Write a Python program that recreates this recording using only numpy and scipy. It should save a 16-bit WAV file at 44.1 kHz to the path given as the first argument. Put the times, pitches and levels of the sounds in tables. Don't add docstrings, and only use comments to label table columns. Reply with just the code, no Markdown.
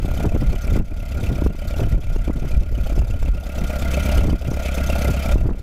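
import sys
import numpy as np
from scipy import signal
from scipy.fft import rfft, irfft, next_fast_len
from scipy.io import wavfile
from scipy.ndimage import uniform_filter1d, map_coordinates

SR = 44100
rng = np.random.default_rng(int(sys.argv[2]) if len(sys.argv) > 2 else 0)


def wrap_up_sound(samples):
    columns = np.atleast_2d(samples).T
    tamed = np.clip(columns, -1, 1)
    steps = np.round(tamed * 32767).astype(np.int16)
    wavfile.write(sys.argv[1], SR, steps)


N = 247842
TIME = np.arange(N) / SR

# (time [s], lead over the steady count # [firings])
FIRING_LEAD = [
    (0, -.97),
    (1.775, -.47),
    (1.7755, .33),
    (3, .5),
    (4, .48),
    (4.5, .415),
    (5, .29),
    (5.62, .06),
]
# (valve delay [firings], thump [dB], jet [dB], jet fade by 60 dB [s], knock [dB])
CYLINDERS = [
    (-0.0029, 1, 2.5, 0.051, 5.5),
    (0.0406, 1.5, -6, 0.018, 5),
    (0.0037, -2.5, 2.6, 0.029, -2.5),
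    (-0.0178, -9.5, 1, 0.07, -7),
]
# (pitch [Hz], width [Hz], level [dB])
PIPE_MODES = [(67.9, 10.6, 1), (136.5, 12, -14), (173, 17.3, -11), (205, 22, -11.5), (250, 20, -25)]
# (frequency [Hz], level per Hz [dB])
JET_COLOUR = [(1760, -59), (3000, -4.5), (3660, 3.5), (3980, -10), (4180, -0.5), (4540, -2), (4790, 1),
              (5210, -2), (6060, -2), (7510, -3.5), (9170, -12), (9890, -6), (12200, -7.5), (13900, -4.5),
              (15600, -20)]
# (pitch [Hz], width [Hz], level [dB])
PIPE_MOUTH = [(6180, 200, -7.5), (10800, 150, -9.5), (12200, 250, -2)]
# (pitch [Hz], width [Hz], level [dB])
SUMP = [(592.6, 61.6, 6), (654, 56, -4.5), (825, 67, -34)]
GEARCASE = [(1274, 160, -4.5), (1416, 61, -4), (1396.7, 32, -1), (1606, 54, -13.5)]
HOOD = [(2116, 260, -1.5), (2368, 160, 1), (2580, 63, 0), (3000, 160, -5)]
SUMP_RAP_DB = np.array([1, 4, -0.5, -21])
# (pitch at steady speed [Hz], level [dB])
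WHINES = [(1417, -41), (1368, -44), (1334, -46), (675, -40), (484, -46), (904, -52)]
# (pitch [Hz], width [Hz], depth [dB])
GRASS_NULLS = [(1043, 215, -10), (1783, 137, -21)]
# (time [s], peak [dB], diaphragm pitch [Hz], gain left for the engine [dB])
BUFFETS = [(-.05, -28, 45, -16.5), (0.26, -17, 79, -16.5), (0.37, -33, 45, -16.5), (0.485, -8, 45.7, -14.5),
           (0.571, -14, 45, -14), (0.719, -20, 45, -12.5), (0.798, -9, 42, -27.5), (0.998, -26, 44.7, -18),
           (1.29, -9.5, 45, -13), (1.42, -31, 50, -11.5), (1.471, -13, 50, -22.5), (1.846, -6, 75, -16),
           (1.946, -5.5, 37.5, -23.5), (2.157, -24, 50, -19), (2.285, -15, 50.3, -20), (2.37, -33, 50, -18),
           (2.574, -4, 57.6, -20), (2.629, -26, 45, -22), (2.924, -8.5, 45, -14),
           (3.003, -9.5, 50.7, -18.5), (3.132, -24, 44, -18.5), (3.287, -10.5, 40, -21),
           (4.19, -9.5, 48, -9), (4.247, -7, 44.7, -12), (4.33, -29, 50, -17.5), (4.515, -23, 50, -9.5),
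           (5.115, -28, 50, -6.5), (5.345, -4, 45, -19), (5.424, -22.5, 45, -22), (5.488, -15, 45, -27.5)]
# (start [s], length [s], rumble [dB], flutter [dB])
GUSTS = [(0.0, 0.21, -21, -27), (0.262, 0.0072, -16.5, -14), (0.315, 0.23, -18, -23.5),
         (0.69, 0.11, -16, -21), (0.92, .1, -24.5, -33.5), (1.149, 0.21, -25.5, -24.5),
         (1.418, 0.061, -19.5, -21.5), (1.6, 0.17, -23, -33.5), (1.805, 0.077, -19.5, -20),
         (1.925, .04, -15.5, -22.5), (2.059, 0.16, -17.5, -33.5), (2.256, 0.22, -21.5, -28),
         (2.534, 0.084, -14, -29), (2.707, .15, -18.5, -29), (2.974, 0.048, -14.5, -23),
         (3.097, 0.056, -17, -28), (3.213, 0.14, -16.5, -31), (3.591, 0.059, -21, -24.5),
         (3.801, 0.37, -24.5, -28.5), (4.141, 0.2, -17.5, -21.5), (4.459, 0.074, -24, -25),
         (4.78, 0.22, -24, -28.5), (5.077, 0.055, -30, -20), (5.288, 0.12, -18, -24),
         (5.404, 0.11, -17.5, -21)]
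# (frequency [Hz], level per Hz [dB])
RUMBLE_COLOUR = [(8, 3), (18, -8), (30, -0.5), (55, -7.5), (90, -16.5), (150, -32), (300, -57)]
# (frequency [Hz], level per Hz [dB])
FLUTTER_COLOUR = [(40, -8), (80, 2), (160, -6), (300, -16.5), (550, -28.5), (1100, -43), (2000, -46.5)]
# (time [s], peak [dB])
POPS = [(0.05, -17.5), (0.255, -9), (0.271, -19), (0.352, -11.5), (0.364, -13.5), (0.424, -13.5),
        (0.722, -20), (0.761, -15), (0.776, -14.5), (1.318, -15), (1.423, -9.5), (1.464, -7.5),
        (1.55, -23.5), (1.874, -22), (2.164, -17), (2.281, -14.5), (2.302, -11.5), (2.428, -20),
        (2.923, -19), (3.286, -17), (4.193, -17.5), (4.211, -19), (4.238, -15.5), (4.285, -15.5),
        (4.332, -12), (4.486, -17), (4.517, -13), (5.358, -11), (5.416, -26), (5.491, -16)]
# (time [s], peak [dB], pitch [Hz])
CRACKS = [(0.116, -24, 622), (0.206, -21, 608), (1.795, -32, 644), (1.833, -25, 565), (2.977, -38, 600),
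          (3.021, -23, 620), (3.229, -21.5, 576), (4.298, -20.5, 584), (5.098, -19.5, 390),
          (5.498, -29, 640)]

FIRINGS_PER_S = 33.6
FIRING_COUNT = FIRINGS_PER_S * TIME + np.interp(TIME, *np.transpose(FIRING_LEAD))
TAPPET_LEAD_S, TAPPET_DB = 0.00354, -39
DRONE_DB, DRONE_LAG_FIRINGS = -36, 0.06
DUCK_LAG_S = 0.0042
RISE_DB_PER_S, FALL_DB_PER_S = 266, 292
LULL_RUMBLE_DB, LULL_FLUTTER_DB = -27, -38
EDDY_HZ, EDDY_SPREAD = 292, 0.17
SHED_PER_S, SHED_DB, SHED_SCATTER_DB = 28, 0, 5
STROKE = 0.41
TOP_HZ = 15720


def amp(db):
    return 10 ** (np.asarray(db) / 20)


def unit(x):
    return x / np.sqrt(np.mean(x ** 2) + 1e-20)


def wobble(rate):
    points = rng.standard_normal(int(N * rate / SR) + 4)
    return map_coordinates(points, [TIME * rate])


def filtered(x, response):
    size = next_fast_len(N + SR // 2)
    hz = np.fft.rfftfreq(size, 1 / SR)
    return irfft(rfft(x, size) * response(hz), size)[:N]


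def coloured(x, spectrum):
    points_hz, points_db = np.transpose(spectrum)

    def response(hz):
        return amp(np.interp(np.log(hz + 1), np.log(points_hz), points_db, -120, -120))

    return unit(filtered(x, response))


def resonant(x, modes):
    def response(f):
        return sum(amp(db) * 1j * f * width / (centre * centre - f * f + 1j * f * width)
                   for centre, width, db in modes)

    return filtered(x, response)


def since(times):
    last = np.clip(np.searchsorted(times, TIME) - 1, 0, None)
    return last, np.abs(TIME - times[last])


def cyclic(share):
    steps = int(4 * SR / FIRINGS_PER_S)
    place_in_cycle = (FIRING_COUNT / 4 % 1 * steps).astype(int)
    same = rng.standard_normal(steps)[place_in_cycle]
    share = np.clip(share, 0, 1)
    return np.sqrt(share) * same + np.sqrt(1 - share) * rng.standard_normal(N)


def patchy(depth_db):
    grid = signal.stft(rng.standard_normal(N), nperseg=256)[2]
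    patches = uniform_filter1d(rng.standard_normal(grid.shape), size=4, axis=0)
    patches = uniform_filter1d(patches, size=8, axis=1)
    return signal.istft(grid * amp(depth_db * unit(patches)), nperseg=256)[1][:N]


def valves(jitter):
    firing = np.arange(-2, int(FIRING_COUNT[-1]))
    rows = np.array(CYLINDERS)[firing % 4]
    phase = firing + 0.695 + rows[:, 0] + jitter * rng.standard_normal(len(firing))
    return np.interp(phase, FIRING_COUNT, TIME, left=-0.01), rows


def thump(opens, rows, scatter_db):
    pulses = np.zeros(N + SR)
    size = amp(rows[:, 1] + scatter_db * rng.standard_normal(len(opens)))
    pulses[np.round((opens + 0.004) * SR).astype(int).clip(0)] = -size
    soft = filtered(pulses[:N], lambda f: 1 / (1 + 1j * f / 350) ** 2)
    return unit(resonant(soft, PIPE_MODES))


def puffs(opens, rows, scatter_db):
    last, t = since(opens)
    size_db = scatter_db * rng.standard_normal(len(opens))
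    spit = amp(size_db)[last] * (1 - np.exp(-t / 0.0006)) * amp(-60 * t / 0.07)
    late = np.clip(t - 0.006, 0, None)
    rush_size = amp(size_db + rows[:, 2])[last]
    rush = rush_size * (1 - np.exp(-late / 0.0022)) * amp(-60 * late / rows[last, 3])
    return spit, rush


def exhaust_jet(spit, rush):
    grit = amp(0.6 * wobble(400))
    bright = filtered(spit * patchy(depth_db=2.5), lambda f: 1j * f / (7000 + 1j * f))
    dull = filtered(rush * grit * patchy(depth_db=4.5), lambda f: 9000 / (9000 + 1j * f))
    steady_leak = 0.01 * rng.standard_normal(N)
    return coloured(2.0 * bright + 2.66 * dull + steady_leak, JET_COLOUR)


def hum(modes, flow, steady, uneven_db):
    shake = (flow + steady) * amp(uneven_db * wobble(45))
    return unit(resonant(shake * cyclic(share=0.37), modes))


def block_hum(flow):
    sump = amp(-30.5) * hum(SUMP, flow, steady=0.74, uneven_db=3.5)
    gearcase = amp(-35.0) * hum(GEARCASE, flow, steady=3.4, uneven_db=2.0)
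    hood = amp(-36.0) * hum(HOOD, flow, steady=1.0, uneven_db=3.0)
    return sump + gearcase + hood


def knocks(opens, lag_s, rap_s, size_db, modes):
    chance = rng.standard_normal((len(opens), 2))
    last, t = since(opens + lag_s + 0.00093 * chance[:, 0])
    size = amp(size_db + 1.7 * chance[:, 1])[last]
    blow = size * (1 - np.exp(-t / 0.00035)) * np.exp(-t / rap_s)
    return unit(resonant(blow * cyclic(share=0.5), modes))


def pings(opens, size_db):
    chance = rng.standard_normal((len(opens), 3))
    last, t = since(opens + 0.008 + 0.00137 * chance[:, 0])
    mode = np.round(np.clip(0.83 * chance[:, 1] + 0.19, -1, 3))
    hz = (2370 + 330 * mode + 50 * chance[:, 0])[last]
    size = amp(size_db + 1.6 * chance[:, 2])[last]
    fade = (1 - np.exp(-t / 0.001)) * amp(-60 * t / 0.033)
    return unit(size * fade * np.sin(2 * np.pi * hz * t))


def block_raps(opens, rows):
    sump_db = np.resize(np.roll(SUMP_RAP_DB, shift=2), len(opens))
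    sump = knocks(opens, lag_s=0.00513, rap_s=0.0042, size_db=sump_db, modes=SUMP)
    hood = knocks(opens, lag_s=0.00664, rap_s=0.0059, size_db=rows[:, 4], modes=HOOD[:3])
    tappet = knocks(opens[2::4], lag_s=-TAPPET_LEAD_S, rap_s=0.0031, size_db=0, modes=SUMP)
    panel = pings(opens, size_db=rows[:, 4])
    return amp(-31.5) * sump + amp(-41.5) * hood + amp(TAPPET_DB) * tappet + amp(-39.0) * panel


def tones(waver):
    whine = np.zeros(N)
    for hz, db in WHINES:
        level = amp(db + 1.5 + 2.5 * wobble(12))
        turn = 2 * np.pi * hz / FIRINGS_PER_S * FIRING_COUNT
        whine += level * np.sin(turn + waver * wobble(14))
    drone_level = amp(DRONE_DB + 2.5 + 1.5 * wobble(13))
    drone_turn = 4 * np.pi * (FIRING_COUNT - DRONE_LAG_FIRINGS)
    return whine + drone_level * np.cos(drone_turn + 0.5 * wobble(20))


def over_grass(x):
    def dip(f, centre, width, db):
        off_centre = centre * centre - f * f
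        return (off_centre + 1j * f * width * amp(db)) / (off_centre + 1j * f * width)

    return filtered(x, lambda f: np.prod([dip(f, *null) for null in GRASS_NULLS], axis=0))


def engine():
    opens, rows = valves(jitter=0.011)
    spit, rush = puffs(opens, rows, scatter_db=0.9)
    flow = np.hypot(spit, 0.32 * rush)
    jet = exhaust_jet(spit, rush)
    hiss = amp(-37.5) * (jet + resonant(jet, PIPE_MOUTH))
    outdoors = over_grass(hiss + block_hum(flow) + block_raps(opens, rows))
    return amp(-18) * thump(opens, rows, scatter_db=0.5) + tones(waver=0.89) + outdoors


def gain_control(release_s, grip_s):
    start, _, _, left_db = np.transpose(BUFFETS)
    last, t = since(start + DUCK_LAG_S)
    gain_db = left_db[last] * np.exp(-t / release_s)
    return amp(uniform_filter1d(gain_db, int(grip_s * SR)))


def gusts():
    level_db = np.array([[LULL_RUMBLE_DB], [LULL_FLUTTER_DB]]) * np.ones(N)
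    for start, length, *peak_db in GUSTS:
        before = RISE_DB_PER_S * (start - TIME)
        after = FALL_DB_PER_S * (TIME - start - length)
        loss_db = np.maximum(before, after).clip(0)
        level_db = np.maximum(level_db, np.c_[peak_db] - loss_db)
    return level_db


def even(x, span_s):
    power = np.abs(uniform_filter1d(x ** 2, int(span_s * SR)))
    return unit(x / np.sqrt(power + 0.059))


def eddies(flutter_db):
    out = np.zeros(N + SR)
    t = np.arange(-0.02, 0.02, 1 / SR)
    luck = rng.random((int(SHED_PER_S * N / SR), 2))
    small = [(u * N / SR, flutter_db[int(u * N)] + SHED_DB + SHED_SCATTER_DB * (2 * v - 1))
             for u, v in luck]
    slaps = list(POPS) + small
    pitch_hz = EDDY_HZ * np.exp(EDDY_SPREAD * rng.standard_normal(len(slaps)))
    bursts = [(*row, hz) for row, hz in zip(slaps, pitch_hz)] + list(CRACKS)
    for (at, db, hz), chance in zip(bursts, rng.random((len(bursts), 5))):
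        # lag in s, times the pitch, level in dB, starting turn
        parts = [(0, 0.9, 1, chance[0]),
                 (-0.004 * chance[1], 1.7, -6, chance[2]),
                 (0.0051 * chance[3], 3.1, -12, chance[4])]
        for lag, quick, part_db, turn in parts:
            cycle = quick * hz * (t - lag)
            wave = np.exp(-(cycle / 0.5) ** 2) * np.cos(2 * np.pi * (cycle + turn))
            out[round(at * SR):][:len(t)] += amp(db + part_db) * wave
    return out[round(0.02 * SR):][:N]


def slams():
    out = np.zeros(N)
    for (at, db, hz, _), turn in zip(BUFFETS, rng.random(len(BUFFETS))):
        cycle = hz * (TIME - at)
        out += amp(db) * np.exp(-(cycle / 0.54) ** 2) * np.cos(2 * np.pi * (cycle + turn))
    return out


def wind():
    rumble_db, flutter_db = gusts()
    rumble = even(coloured(rng.standard_normal(N), RUMBLE_COLOUR), span_s=0.0794)
    lumpy = amp(5.4 * wobble(40)) * rng.standard_normal(N)
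    flutter = even(coloured(lumpy, FLUTTER_COLOUR), span_s=0.072)
    push = amp(rumble_db) * rumble + amp(flutter_db) * flutter + eddies(flutter_db) + slams()
    return push / (1 + np.abs(push / STROKE) ** 4) ** (1 / 4)


def scene():
    gain = gain_control(release_s=0.41, grip_s=0.022)
    return (gain * engine() + wind())[None]


def record(dry):
    clipped = dry[0] / (1 + np.abs(dry[0] / 0.445) ** 8) ** (1 / 8)
    return filtered(clipped, lambda hz: amp(-0.2 * np.clip(hz - TOP_HZ, 0, 400)))[None]


dry = scene()
out = record(dry)
wrap_up_sound(out)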